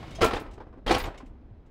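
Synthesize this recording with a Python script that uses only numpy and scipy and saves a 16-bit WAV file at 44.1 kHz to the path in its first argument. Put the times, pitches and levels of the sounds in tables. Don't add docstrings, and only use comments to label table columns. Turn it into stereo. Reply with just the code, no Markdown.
import sys
import numpy as np
from scipy import signal
from scipy.io import wavfile

SR = 44100
rng = np.random.default_rng(int(sys.argv[2]) if len(sys.argv) > 2 else 0)


def transcribe(u):
    v = np.clip(np.atleast_2d(u).T, -1, 1)
    q = np.round(v * 32767).astype(np.int16)
    wavfile.write(sys.argv[1], SR, q)


N = 74970
TIME = np.arange(N) / SR
OPPOSED = np.array([[.5], [-.5]])


def from_db(db):
    return 10 ** (np.asarray(db) / 20)


def unit_rms(x):
    return x / np.sqrt(np.mean(x ** 2) + 1e-20)


def at_hz(points, hz):
    freqs, values = np.transpose(points)
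    return np.interp(np.log(hz), np.log(freqs), values)


def strike(start_s, t60_s, attack_s=0.0026):
    age = np.maximum(TIME - start_s, 0)
    return (1 - np.exp(-age / attack_s)) * np.exp(-np.minimum(np.log(1000) * age / t60_s, 20))


# freq_hz, left_minus_right_db
MIC_BALANCE = [(100, -0.75), (300, 0.2), (1000, -2), (3000, -4), (9000, -4)]
def pan(hz):
    return from_db(at_hz(MIC_BALANCE, hz) * OPPOSED)


# freq_hz, correlation
MIC_LIKENESS = [(300, 0.99), (600, 0.95), (1200, 0.87), (2500, 0.68), (5000, 0.42), (9000, 0.011),
                (14000, 0.98)]
def bands(colour):
    edges = 20 * 2 ** np.arange(0, 9.8, 1 / 3)
    centres = np.sqrt(edges[1:] * edges[:-1])
    power = from_db(at_hz(colour, centres)) ** 2 * np.diff(edges)
    white = rng.standard_normal((2, 2, N + SR // 2))
    for k, hz in enumerate(centres):
        sos = signal.butter(2, edges[k:k + 2], "band", fs=SR, output="sos")
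        mid, side = unit_rms(signal.sosfilt(sos, white[k % 2])[:, -N:])
        alike = at_hz(MIC_LIKENESS, hz)
        stereo = np.sqrt(1 + alike) * mid + np.sqrt(1 - alike) * side * [[1], [-1]]
        yield hz, np.sqrt(power[k] / power.sum() / 2) * pan(hz) * stereo


def chatter(per_s=750, spread_db=6.5, t60_s=0.025, rise_s=0.000077):
    rebounds = rng.random(N) < per_s / SR
    kicks = rebounds * from_db(spread_db * np.minimum(rng.exponential(1, N), 2)) ** 2
    power = signal.lfilter([1], [1, -from_db(-60 / (t60_s * SR)) ** 2], kicks)
    pole = np.exp(-2 / (rise_s * SR))
    return unit_rms(signal.lfilter([1], [1, -2 * pole, pole ** 2], np.sqrt(power + power.mean())))


def ringing(blows, modes):
    out = np.zeros((2, N))
    for start_s, db in blows:
        for k, (hz, mode_db, t60_s) in enumerate(modes):
            phase = np.arccos(at_hz(MIC_LIKENESS, hz)) * rng.choice([-1, 1]) * OPPOSED
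            tone = (-1) ** k * np.sin(2 * np.pi * hz * (TIME - start_s) + phase)
            out += from_db(db + mode_db) * pan(hz) * strike(start_s, t60_s) * tone
    return out


def trembling(modes, width_hz):
    out, radius = 0, np.exp(-np.pi * width_hz / SR)
    for hz, db in modes:
        poles = [1, -2 * radius * np.cos(2 * np.pi * hz / SR), radius ** 2]
        ring = signal.lfilter([1, 0, -1], poles, rng.standard_normal((2, N + SR // 2)))
        out += from_db(db) * pan(hz) * unit_rms(ring[:, -N:])
    return out


# freq_hz, t60_s
TUB_DECAY = [(200, 1), (800, 0.64), (2500, 0.52), (6000, 0.31), (14000, 0.28)]
def in_tub(starts, band_db, colour, t60_s, tail_db, crack_db=-3):
    clouds = np.array([strike(s, t60_s) ** 2 for s in starts])
    cracks = np.array([(from_db(crack_db) * strike(s, t60_s=0.01)) ** 2 for s in starts])
    out, rough = 0, chatter()
    for hz, noise in bands(colour):
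        strength = from_db(band_db(hz)) ** 2
        power = strength @ clouds
        feedback = np.exp(-2 * np.log(1000) / (at_hz(TUB_DECAY, hz) * SR))
        tail = signal.lfilter([2 * np.log(1000) / (t60_s * SR)], [1, -feedback], power)
        out += noise * np.sqrt(strength @ cracks + power * rough ** 2 + tail * from_db(tail_db) ** 2)
    return out


# freq_hz, density_db
ROOM_SPECTRUM = [(22, 1), (60, 1), (95, -6.5), (160, -13.5), (270, -11.5), (400, -21.5), (750, -25.5),
                 (1000, -31), (4000, -49.5), (8000, -69), (15000, -74.5)]
def room_tone():
    return from_db(-48.5) * sum(noise for _, noise in bands(ROOM_SPECTRUM))


# freq_hz, density_db
WHEEL_SPECTRUM = [(100, 9.5), (700, -4), (1400, -11), (4000, -16), (15000, -44.5)]
# pitch_hz, level_db
WIRE_MODES = [(2175, 2.5), (2950, -1.5), (3709, -3.5), (5486, -10), (7000, -8)]
def rolling(end_s=0.21, fade_s=0.0081):
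    moving = .5 - .5 * np.tanh((TIME - end_s) / fade_s)
    wheels = from_db(-43) * np.sqrt(chatter()) * sum(noise for _, noise in bands(WHEEL_SPECTRUM))
    wires = from_db(-60) * trembling(WIRE_MODES[:3], width_hz=3)
    return moving * (wheels + wires)


# start_s, level_db
WIRE_FLICKS = [(1.038, -37), (1.176, -46)]
def wire_twangs(t60_s=0.057):
    return ringing(WIRE_FLICKS, [(hz, db, t60_s) for hz, db in WIRE_MODES]) * chatter()


# start_s, pitch_hz, level_db
BLADE_NOTES = [(.98, 15200, -44), (1.018, 13200, -44.5)]
def blades():
    return sum(strike(s, t60_s=0.13) * trembling([(hz, db)], width_hz=42) for s, hz, db in BLADE_NOTES)


# start_s, level_db
UTENSIL_TAPS = [(.153, -43.5)]
# pitch_hz, level_db
UTENSIL_MODES = [(3246, 0), (5211, -2), (6019, -8.5), (6433, -3), (9254, -10.5)]
def utensil(t60_s=0.1):
    return ringing(UTENSIL_TAPS, [(hz, db, t60_s) for hz, db in UTENSIL_MODES]) * chatter()


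# start_s, level_db
WALL_BUMPS = [(0.221, -38), (.33, -27.5), (0.863, -25), (1.01, -28.5), (1.24, -38)]
# freq_hz, density_db
BOOM_SPECTRUM = [(22, -6.5), (38, -3.5), (55, -17), (85, -8.5), (130, -22.5), (400, -62)]
# pitch_hz, level_db, t60_s
WALL_MODES = [(35, -1.5, 0.41)]
def tub_booms():
    power = sum((from_db(db) * strike(s, t60_s=0.27, attack_s=0.022)) ** 2 for s, db in WALL_BUMPS)
    rumble = sum(noise for hz, noise in bands(BOOM_SPECTRUM) if hz < 500)
    return from_db(-3.5) * np.sqrt(power) * rumble + ringing(WALL_BUMPS, WALL_MODES)


# start_s, level_db, extra_ring_db
CLINKS = [(.106, -52.5, -24), (0.149, -51, -23), (0.218, -34.5, -7.5), (0.24, -31, -2.5),
          (0.354, -46.5, -25), (0.396, -55.5, 2), (0.5103, -62, -25), (0.532, -61.5, -32),
          (.913, -33, -14.5), (0.98, -43.5, 5.5), (1.055, -49, -31), (1.175, -57, -35.5),
          (1.259, -67.5, -9), (1.66, -77, -17)]
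# freq_hz, density_db
CLINK_SPECTRUM = [(1000, -22.5), (2200, 12), (5000, 4), (8000, 4), (11000, -16), (15000, -16)]
# pitch_hz, level_db
CUTLERY_MODES = [(9090, -3), (9460, -15.5), (10850, -7.5), (12150, -4), (13330, -10), (15620, -12)]
def cutlery(gain_db=7.5):
    starts, level_db, _ = np.transpose(CLINKS)
    ticks = in_tub(starts, lambda hz: gain_db + level_db, CLINK_SPECTRUM, t60_s=0.099, tail_db=-19)
    ring_power = sum((from_db(db + extra) * strike(s, t60_s=0.13)) ** 2 / 2 for s, db, extra in CLINKS)
    return ticks + np.sqrt(ring_power) * trembling(CUTLERY_MODES, width_hz=93)


# start_s, pitch_hz, level_db
PINGS = [(.186, 663, -26), (0.2281, 458, -17), (.365, 3600, -27), (.604, 856, -36.5), (0.878, 3210, -17),
         (.908, 734, -12.5), (0.945, 5570, -24.5), (1.0, 1986, -25), (1.202, 1047, -37), (1.23, 263, -33.5),
         (1.41, 267, -43.5), (1.51, 100.9, -34)]
def pings(base_s=0.021, cycles=27, longest_s=0.095):
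    out = 0
    for start_s, hz, db in PINGS:
        envelope = strike(start_s, t60_s=min(base_s + cycles / hz, longest_s))
        out += from_db(db) * pan(hz) * envelope * np.sin(2 * np.pi * hz * (TIME - start_s))
    return out


# start_s, level_db
DISH_BLOWS = [(.228, -1.5)]
RACK_BLOWS = [(.865, -14), (.909, -1)]
# pitch_hz, level_db, t60_s
DISH_MODES = [(281, -27.5, 0.19), (358.7, -22, 0.064), (447.5, -13, 0.14), (779, -32.5, 0.15),
              (840, -31, 0.45), (1130, -25.5, 0.21), (1300, -30, 0.55), (1355, -19, 0.28),
              (1786, -36.5, 0.45), (2410, -32, 0.31)]
RACK_MODES = [(325, -13.5, 0.063), (504.3, -21.5, 0.25), (618, -26, 0.083), (791, -23, .25),
              (870, -24, 0.22), (1107, -23.5, 0.25), (1288, -28, 0.19), (3140, -38, 0.067),
              (4396, -32.5, 0.22)]
def load_ringing():
    return ringing(DISH_BLOWS, DISH_MODES) + ringing(RACK_BLOWS, RACK_MODES)


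# start_s, level_db, extra_bass_db, extra_treble_db
KNOCKS = [(0.027, -39, -21, -8), (0.185, -38.5, 0, -15), (0.207, -30.5, -2, 0.5), (0.214, -19, 3.5, -0.5),
          (0.227, -22.5, -8.5, 1), (0.238, -12.5, -23.5, -23.5), (0.249, -32.5, 14.5, 3),
          (0.263, -38, 0, 10), (0.308, -29, -2, -3), (0.332, -28.5, 2.5, 0), (0.363, -29.5, -3.5, -4.5),
          (0.407, -45.5, 15.5, -6.5), (0.458, -46.5, 7, -5), (0.576, -45.5, 12.5, -14),
          (0.601, -39.5, 0, -15), (.665, -55, 15, -13), (0.726, -50, 10, -16), (0.773, -53, 14.5, -23),
          (0.863, -29, 1, 2.5), (0.876, -27, 3.5, 4), (0.892, -23, 4.5, -1), (0.907, -19, -4, -0.5),
          (0.917, -27, 3.5, -6), (0.938, -33.5, -5, 6.5), (0.944, -28, 2.5, 8), (0.962, -28, 0, -10),
          (0.9975, -28.5, -52, 4), (1.037, -35, -4, 1), (1.05, -32.5, -2.5, -13),
          (1.073, -35.5, 3.5, -13.5), (1.141, -42.5, -8.5, -7.5), (1.201, -46, -15, -9.5)]
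# freq_hz, density_db
KNOCK_SPECTRUM = [(100, 4), (170, -6), (270, 3.5), (450, 2.5), (800, 2), (1300, -4), (1900, -6),
                  (3200, -10.5), (4700, -15.5), (6200, -27.5), (9000, -28.5), (15000, -46.5)]
def knocks(gain_db=5.5):
    starts, level_db, bass_db, treble_db = np.transpose(KNOCKS)

    def band_db(hz):
        bass = bass_db * at_hz([(400, 0.79), (750, 0.066)], hz)
        treble = treble_db * at_hz([(1200, 0.081), (3000, 1)], hz)
        dulling = 0.43 * np.minimum(treble_db, 0) * (hz > 6000)
        return gain_db + level_db + bass + treble + dulling

    return in_tub(starts, band_db, KNOCK_SPECTRUM, t60_s=0.12, tail_db=-19.5)


def scene():
    load = knocks() + load_ringing() + pings() + cutlery() + utensil() + wire_twangs() + blades()
    return load + rolling() + tub_booms() + room_tone()


def record(dry):
    return signal.sosfilt(signal.ellip(12, .1, 90, 15900, fs=SR, output="sos"), dry)


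dry = scene()
out = record(dry)
transcribe(out)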